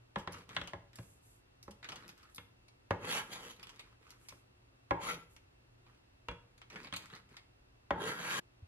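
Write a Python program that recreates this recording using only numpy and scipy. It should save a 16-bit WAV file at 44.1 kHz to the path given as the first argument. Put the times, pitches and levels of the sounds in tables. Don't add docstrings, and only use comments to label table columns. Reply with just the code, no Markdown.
import sys
import numpy as np
from scipy import signal
from scipy.fft import rfft, irfft, next_fast_len
from scipy.io import wavfile
from scipy.ndimage import uniform_filter1d

SR = 44100
rng = np.random.default_rng(int(sys.argv[2]) if len(sys.argv) > 2 else 0)


def dump(signal):
    limited = np.clip(np.atleast_2d(signal).T, -1, 1)
    pcm = np.round(limited * 32767).astype(np.int16)
    wavfile.write(sys.argv[1], SR, pcm)


N = 382347
TIME = np.arange(N) / SR


def from_db(db):
    return 10 ** (np.asarray(db) / 20)


def at_hz(points, hz):
    points = np.array(points)
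    return np.interp(np.log(np.maximum(hz, 1)), np.log(points[:, 0]), points[:, 1])


def unit(x):
    return x / np.sqrt(np.mean(x[0] ** 2) + 1e-20)


def band(x, low_hz, high_hz):
    sos = signal.butter(3, [low_hz, min(high_hz, 0.45 * SR)], "band", fs=SR, output="sos")
    return signal.sosfilt(sos, x)


def colour(x, spectrum, width, peaks=(), between_db=0, shared=0.26):
    size = next_fast_len(x.shape[1])
    hz = np.arange(size // 2 + 1) * SR / size
    power = from_db(at_hz(spectrum, hz) + between_db) ** 2
    for centre, wide, db in peaks:
        wide = max(wide, centre / 130)
        power = power + from_db(db) ** 2 / (1 + ((hz - centre) / wide) ** 2) ** 2
    mid, side = rfft(x, size)
    knots = np.linspace(0, SR / 2, 60)
    lag = np.interp(hz, knots, rng.normal(-np.pi / 2, 0.3, len(knots)))
    side = np.sqrt(shared) * np.exp(1j * lag) * mid + np.sqrt(1 - shared) * side
    side = side * from_db(at_hz(width, hz))
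    coloured = irfft(np.array([mid, side]) * np.sqrt(power), size)
    return unit(coloured[:, :x.shape[1]])


def grains(per_s, spread_db):
    born = rng.random(N) < per_s / SR
    size_db = spread_db * np.minimum(rng.exponential(1, N), 4)
    return born * from_db(size_db) * rng.standard_normal((2, N))


def wander(x, depth_db, wide_hz, hold_s):
    hz, s, cells = signal.stft(x, SR, nperseg=512)
    field = rng.standard_normal(cells.shape[1:])
    for _ in range(2):
        field = uniform_filter1d(field, max(1, round(wide_hz / hz[1])), axis=0)
        field = uniform_filter1d(field, max(1, round(hold_s / s[1])), axis=1)
    moved = signal.istft(cells * from_db(depth_db * field / field.std()), SR)[1]
    return unit(moved[:, :N])


def fade(t, t60):
    return from_db(-60 * t / t60)


def add(out, start_s, sound):
    i = int(start_s * SR)
    out[:, i:i + sound.shape[1]] += sound[:, :N - i]


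# frequency in Hz, relative level in dB per Hz.
AIR = [(15, -57), (25, -9.5), (53, -2.5), (81, -6), (118, -1.5), (146, -14.5), (293, -16), (373, -15.5),
       (415, -18), (450, -19.5), (1390, -25.5), (4500, -34), (6370, -40.5), (12800, -46), (15000, -78.5)]
# frequency in Hz, side over mid in dB.
AIR_WIDTH = [(60, -41.5), (180, -5.5), (550, 4), (1650, 4.5), (4970, 6), (15000, 6.5)]
# frequency in Hz, width in Hz, level in dB.
HUM = [(118.5, 3.8, -74.5), (272.2, 9.7, -86), (355, 10, -89), (2685, 160, -87.5)]


def room_tone(air_db=-68.5):
    air = from_db(air_db) * colour(rng.standard_normal((2, N)), AIR, AIR_WIDTH, shared=0)
    for hz, wide, db in HUM:
        noise = rng.standard_normal((2, N + SR))
        hum = unit(band(noise, hz - wide / 2, hz + wide / 2)[:, SR:])
        air = air + from_db(db) * hum * from_db([[0], [at_hz(AIR_WIDTH, hz)]])
    return air


# frequency in Hz, time to fall by 60 dB in seconds.
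ROOM_T60 = [(100, 0.65), (500, 0.43), (2000, 0.4), (6000, 0.33), (14000, 0.4)]


def kitchen(x, wet_db=-10.0, build_s=0.0015):
    t, edges, tail = TIME[:SR // 2], np.geomspace(50, 16000, 9), 0
    for low, high in zip(edges, edges[1:]):
        noise = band(rng.standard_normal((2, len(t))), low, high)
        tail = tail + noise * fade(t, at_hz(ROOM_T60, np.sqrt(low * high)))
    tail = tail * (1 - np.exp(-(t / build_s) ** 2))
    tail = tail / np.sqrt(np.sum(tail[0] ** 2))
    return x + from_db(wet_db) * signal.fftconvolve(x, tail, axes=1)[:, :N]


# start in seconds, pitch in Hz, peak in dB, rise in seconds.
BUMPS = [(0.163, 197, -39, 0.013), (.984, 113, -40.5, 0.015), (1.682, 205, -54, 0.026),
         (6.755, 194, -48.5, 0.0094), (6.283, 58, -43.5, 0.018), (8.622, 86.5, -45, 0.0113)]


def bumps():
    out, t = np.zeros((2, N)), TIME[:SR // 4]
    for s, hz, peak_db, rise_s in BUMPS:
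        envelope = (t / rise_s) ** 2 * np.exp(2 - 2 * t / rise_s)
        swing = envelope * np.sin(2 * np.pi * hz * t)
        add(out, s, from_db(peak_db) * np.array([swing, 0 * swing]))
    return out


def catches(depth_db, slow_hz, fast_hz):
    return from_db(depth_db * unit(band(rng.standard_normal((1, N)), slow_hz, fast_hz)))


# time in seconds, force as relative level of the rasp in dB, brightness in dB.
STROKES = [
    [(2.99, -68, -11), (3.04, -45, -14), (3.115, -39.5, -3), (3.19, -41.5, -3.5), (3.26, -66.5, -19),
     (3.33, -51, 2.5), (3.39, -53.5, -7.5), (3.515, -56, -1.5), (3.56, -87, 6)],
    [(4.98, -60.5, -30), (5.02, -48, -7), (5.1, -39.5, -7), (5.145, -52, -1.5), (5.19, -62, -19),
     (5.24, -80, 3)],
    [(7.95, -55, -29), (8.02, -45.5, -8), (8.095, -39, -8), (8.155, -51, -8), (8.19, -46, -10),
     (8.345, -43, -1.5), (8.39, -42.5, -3.5)],
]


def stroke_controls(edge_s):
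    times, forces, brights = np.vstack(STROKES).T
    force, bright = np.interp(TIME, times, forces), np.interp(TIME, times, brights)
    touching = 0
    for rows in STROKES:
        outside_s = np.maximum(rows[0][0] - TIME, TIME - rows[-1][0])
        touching = touching + np.clip(1 - outside_s / edge_s, 0, 1)
    return force, bright, touching


# frequency in Hz, relative level in dB per Hz.
SCRAPE_COLOUR = [(59, -35), (100, 0.5), (180, 2.5), (291, -3), (452, -1), (703, -11), (867, -4.5),
                 (1370, -4.5), (1530, -7.5), (3390, -16.5), (5480, -25.5), (7050, -28.5), (10500, -32.5),
                 (11400, -27.5), (15000, -55)]
# frequency in Hz, side over mid in dB.
RUB_WIDTH = [(60, -30), (150, -24), (380, -12.5), (950, -2.5), (2380, 2), (5980, 5.5), (15000, 5)]
# frequency in Hz, width in Hz (widened if very narrow), relative level in dB.
BLADE = [(177, 9.2, 6), (482, 52, 1.5), (1100, 24, -9), (1368, 16, 3.5), (1630, 25, 1), (2054, 52, -9),
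         (2330, 29, -8.5), (2693, 31, -4.5), (3000, 44, -7.5), (3258, 52, -6.5), (3830, 20, -9),
         (4220, 160, -19), (4540, 71, -15), (4760, 13, -14), (5970, 250, -22), (6350, 66, -20),
         (6920, 150, -16), (7340, 82, -17), (9000, 38, -17.5), (8670, 67, -33.5), (9800, 23, -15),
         (11050, 82, -13.5), (12370, 33, -21), (12930, 45, -21.5)]


def scrapes(rumble_db=-7.5, rasp_db=-1.5, rumble_follows=0.92, rumble_thins=0.15, usual_force_db=-45):
    slips = colour(grains(per_s=5000, spread_db=0.6), SCRAPE_COLOUR, RUB_WIDTH, BLADE, between_db=0.5)
    slips = wander(slips, depth_db=2.5, wide_hz=260, hold_s=0.05)
    slips = slips * catches(depth_db=0.5, slow_hz=29.0, fast_hz=204)
    low, middle, high = (unit(band(slips, *edges)) for edges in [(120, 650), (650, 2200), (2200, 16000)])
    force, bright, touching = stroke_controls(edge_s=0.011)
    rumble = usual_force_db + rumble_follows * (force - usual_force_db) - rumble_thins * bright
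    rub = from_db(rumble_db + rumble) * low
    rub = rub + from_db(rasp_db + force) * middle
    rub = rub + from_db(force + bright) * high
    return touching * rub


# start in seconds, length in seconds, first pitch in Hz, last pitch in Hz, level in dB.
JUDDERS = [(2.925, 0.062, 961, 863, -55), (3.1, 0.11, 180, 153, -64), (4.936, 0.081, 951, 897, -46),
           (5.077, 0.053, 1359, 1339, -46.5), (5.07, 0.12, 197.2, 150.4, -55), (7.956, 0.05, 926, 845, -45),
           (7.998, 0.089, 365.7, 483, -44), (8.379, 0.038, 1597, 1740, -47)]


def judders(wobble=0.024, rough=0.4):
    out = np.zeros((2, N))
    for s, length, first_hz, last_hz, db in JUDDERS:
        n = int(length * SR)
        pitch_waver, level_waver = unit(band(rng.standard_normal((2, SR // 2)), 20, 150))[:, -n:]
        pitch_hz = np.linspace(first_hz, last_hz, n) * (1 + wobble * pitch_waver)
        phase = 2 * np.pi * np.cumsum(pitch_hz) / SR
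        tone = np.array([np.sin(phase), -from_db(at_hz(RUB_WIDTH, first_hz)) * np.cos(phase)])
        envelope = signal.windows.tukey(n, 0.5) * (1 + rough * level_waver)
        add(out, s, from_db(db) * np.sqrt(2) * envelope * tone)
    return out


def swell(start_s, length_s, peak_share=0.3, arch=0.76):
    peak_s = start_s + length_s * peak_share
    angle = np.interp(TIME, [start_s, peak_s, start_s + length_s], [0, np.pi / 2, 0])
    return np.sin(angle) ** arch


# start in seconds, length in seconds, relative level in dB, weight as extra rumble in dB.
PRESSES = [(0.159, 0.096, -62.5, 4), (0.301, 0.15, -59, 8.5), (0.476, 0.22, -61, 9.5), (.94, 0.094, -75, 6),
           (1.832, 0.34, -63.5, 8.5), (2.16, 0.17, -69.5, -2), (3.532, 0.45, -68.5, 5),
           (3.995, 0.19, -69.5, 1.5), (4.18, 0.26, -75.5, 4), (5.841, 0.17, -77, 9.5),
           (6.692, .23, -60.5, 8), (6.964, 0.15, -64.5, 2.5), (7.101, 0.11, -60.5, 2),
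           (7.284, 0.12, -68, 4.5)]
# start in seconds, length in seconds, fizz level in dB.
GLIDES = [(.94, 0.27, -73.5), (1.207, .21, -75.5), (2.29, 0.074, -82), (4.17, 0.27, -80), (5.29, .1, -78.5)]


def squelches(rumble_db=-6.5, usual_fizz_db=-81.5, usual_press_db=-63, fizz_follows=0.79):
    tears = grains(per_s=560, spread_db=1.7) + from_db(-11.0) * grains(per_s=6000, spread_db=1.5)
    crackle = wander(colour(tears, SCRAPE_COLOUR, RUB_WIDTH), depth_db=3.0, wide_hz=450, hold_s=0.02)
    film = colour(grains(per_s=12000, spread_db=-1.5), SCRAPE_COLOUR, RUB_WIDTH)
    squelch = rumble = fizz = 0
    for s, length, db, weight_db in PRESSES:
        push = swell(s, length)
        squelch = squelch + from_db(db) * push
        rumble = rumble + from_db(rumble_db + db + weight_db) * push
        fizz = fizz + from_db(usual_fizz_db + fizz_follows * (db - usual_press_db)) * push
    for s, length, db in GLIDES:
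        fizz = fizz + from_db(db) * swell(s, length)
    return (rumble * unit(band(crackle, 90, 520))
            + squelch * unit(band(crackle, 1010, 7000))
            + fizz * unit(band(film, 7000, 14000)))


def small_pops(count, strongest_db=0.5, range_db=16.5, bright_db=1):
    rows = []
    for s, length, press_db, _ in PRESSES:
        for _ in range(count):
            pop_db = press_db + strongest_db - range_db * rng.random()
            rows.append((s + length * rng.beta(2, 2), pop_db, bright_db))
    return rows


# start in seconds, relative level in dB, brightness in dB.
POPS = [(.322, -77.5, 19), (.341, -69, -20), (.383, -72, 4), (.492, -61, -4), (.532, -72, -11),
        (.674, -55.5, -4), (.932, -72, -1), (.957, -68, 8.5), (1.628, -72, 10), (1.709, -68, 5.5),
        (1.828, -61.5, -12), (1.844, -58, -8.5), (1.888, -57.5, -6.5), (1.92, -55.5, -6),
        (1.958, -60, -1.5), (2.08, -67, 7.5), (2.178, -77, 6.5), (2.347, -80.5, 19.5), (2.359, -79, 19.5),
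        (2.682, -72.5, 1.5), (3.597, -66, -4), (3.629, -59, 1), (3.67, -65, -2), (3.693, -63, -1),
        (3.794, -61.5, -2), (4.105, -68.5, 8), (4.286, -61.5, 5), (5.364, -67, 0), (5.865, -75.5, -14),
        (6.579, -74.5, 3.5), (6.616, -65.5, -8), (6.701, -63.5, -4.5), (6.729, -69, -5), (6.758, -56, -13),
        (6.845, -62, -11), (6.871, -63, -9.5), (6.937, -49.5, -7), (6.963, -52.5, 4), (7.101, -67, -7),
        (7.136, -64.5, -17.5), (7.368, -62.5, -5)]
# lowest Hz, highest Hz,
# time to fall by 60 dB in seconds, relative level in dB, share of the brightness it takes.
POP_REGISTERS = [(642, 2260, 0.1, -1.5, -0.55), (2090, 4470, 0.094, 3, -0.094),
                 (4700, 10170, 0.074, -1, 0.85), (9500, 15200, 0.069, -8.5, 1.3)]


def pops(burst_db=-1.5, burst_s=0.00062):
    out, t = np.zeros((2, N)), TIME[:SR // 10]
    attack = int(0.012 * SR)
    spray = colour(grains(per_s=11000, spread_db=-1.0), SCRAPE_COLOUR, RUB_WIDTH)
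    spray = wander(spray, depth_db=4.0, wide_hz=500, hold_s=0.03)
    snap = 1 + from_db(burst_db) * np.exp(-t / burst_s)
    for s, pop_db, bright_db in list(POPS) + small_pops(count=2):
        burst = spray[:, int(s * SR):][:, :len(t)] * snap
        for low, high, t60, db, by_brightness in POP_REGISTERS:
            part = band(burst * fade(t, t60), low, high)
            gain = from_db(pop_db + db + by_brightness * bright_db)
            add(out, s, gain * part / np.std(part[0, :attack]))
    return out


# start in seconds, relative level in dB.
SLAPS = [(0.273, -67), (.566, -66), (0.983, -58.5), (2.381, -54), (6.285, -39.5)]
# frequency in Hz, relative level in dB, time to fall by 60 dB in seconds before the grip's limit.
STEEL = [(481, -6, 0.22), (940, -4.5, 0.13), (1484, -15, 0.53), (2160, -24, 0.41), (2372, -11, 0.17),
         (2770, -5.5, 0.083), (3350, -15, 0.19)]
# frequency in Hz, side over mid in dB.
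BLOW_WIDTH = [(60, -50), (150, -24), (380, -12), (950, -5.5), (2380, 0.5), (5980, 6), (15000, 3)]


def slaps(grip_t60=0.3):
    out, t = np.zeros((2, N)), TIME[:SR // 3]
    hz, mode_db, t60 = np.transpose(STEEL)[:, :, None]
    for s, db in SLAPS:
        phase = 2 * np.pi * hz * t + np.pi * rng.integers(0, 2, (len(hz), 1))
        swing = np.array([np.sin(phase), -from_db(at_hz(BLOW_WIDTH, hz)) * np.cos(phase)])
        ring = from_db(db + mode_db) * fade(t, np.minimum(t60, grip_t60)) * swing
        add(out, s, ring.sum(axis=1))
    return out


# start in seconds, relative level in dB,
# weight as extra bass in dB, hardness as extra treble in dB.
BLOWS = [(0.158, -43, -8, -12.5), (0.274, -47.5, -2, -10), (0.5647, -44.5, -9, 0.5), (0.614, -54.5, 3, 2),
         (0.733, -51, -1, -12.5), (0.986, -63.5, 11.5, -5), (1.679, -60, 3, -18), (2.381, -62.5, 2, 3.5),
         (2.907, -38, -1.5, -13.5), (4.322, -66.5, 0.5, -10), (4.9079, -37, -5.5, -16),
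         (6.285, -51.5, -1.5, -4), (6.313, -61, 4, -9), (6.925, -57.5, 5, 3.5), (7.906, -36, -7.5, -14.5)]
# lowest Hz, highest Hz, time in seconds for
# its crowded modes to fall by 60 dB, relative level in dB, share of the weight, share of the hardness.
REGISTERS = [(54.6, 300, 0.21, 0.5, 1, -0.015), (260, 607, .18, -3, 0.71, -0.43),
             (590, 1254, 0.056, -1, 0.069, -0.22), (1250, 2010, 0.087, 2, 0.048, 0.4),
             (2270, 4660, .041, 1.5, 0, 1), (4400, 15600, 0.026, -9.5, 0.54, 0.6)]
# frequency in Hz, relative level in dB, time to fall by 60 dB in seconds.
BOARD = [(61, -18.5, 0.047), (104.4, -13, 0.41), (174.1, -3.5, 0.27), (291.2, -3.5, 0.24), (366, 0.5, 0.2),
         (478, -7.5, 0.2), (562, 0, 0.13), (694, -38, 0.063), (814, -0.5, 0.11), (898, -6.5, 0.095),
         (1042, 8, 0.031), (1366, -3.5, 0.08), (1673, -7, 0.12), (2046, -12.5, 0.05), (2156, -10, 0.12),
         (2677, -2, 0.04), (3120, -9.5, 0.037)]
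# frequency in Hz, relative level in dB per Hz.
BLOW_COLOUR = [(24, -33), (40, -8), (91, 3), (216, -17), (364, -3.5), (659, -11.5), (1060, 1.5),
               (1140, -10.5), (2850, -12.5), (3300, -2.5), (4910, -24), (11400, -38.5), (15000, -55)]


def blows(crowd_db=3.5, crack_db=-1.0, crack_s=0.0031, rise_s=0.0004, uneven_db=-0.54, level_db=1.0):
    out, t = np.zeros((2, N)), TIME[:SR // 3]
    hz, mode_db, t60 = np.transpose(BOARD)[:, :, None]
    attack = int(0.03 * SR)
    contact = (1 - np.exp(-t / rise_s)) * (1 + from_db(crack_db) * np.exp(-t / crack_s))
    for s, blow_db, weight_db, hard_db in BLOWS:
        strength = from_db(mode_db + uneven_db * rng.standard_normal((2, len(hz), 1)))
        strength = strength * rng.choice([-1, 1], (2, len(hz), 1))
        strength[1] *= from_db(at_hz(BLOW_WIDTH, hz))
        modes = (strength * np.sin(2 * np.pi * hz * t) * fade(t, t60)).sum(axis=1)
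        crowd = 2 * from_db(crowd_db) * colour(rng.standard_normal((2, len(t))), BLOW_COLOUR, BLOW_WIDTH)
        for low, high, dies, db, by_weight, by_hardness in REGISTERS:
            part = band((modes + crowd * fade(t, dies)) * contact, low, high)
            gain = from_db(level_db + blow_db + db + by_weight * weight_db + by_hardness * hard_db)
            add(out, s, gain * part / np.std(part[0, :attack]))
    return out


def scene(break_s=8.396):
    work = kitchen(blows() + slaps() + scrapes() + judders() + squelches() + pops())
    work = work * fade(np.clip(TIME - break_s, 0, 0.1), 0.018)
    mid, side = work + bumps() + room_tone()
    return np.array([mid + side, mid - side])


def record(dry, ceiling=0.56, stop_hz=15300):
    dry = ceiling * np.tanh(dry / ceiling)
    return signal.sosfilt(signal.cheby2(12, 60, stop_hz, fs=SR, output="sos"), dry)


dry = scene()
out = record(dry)
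dump(out)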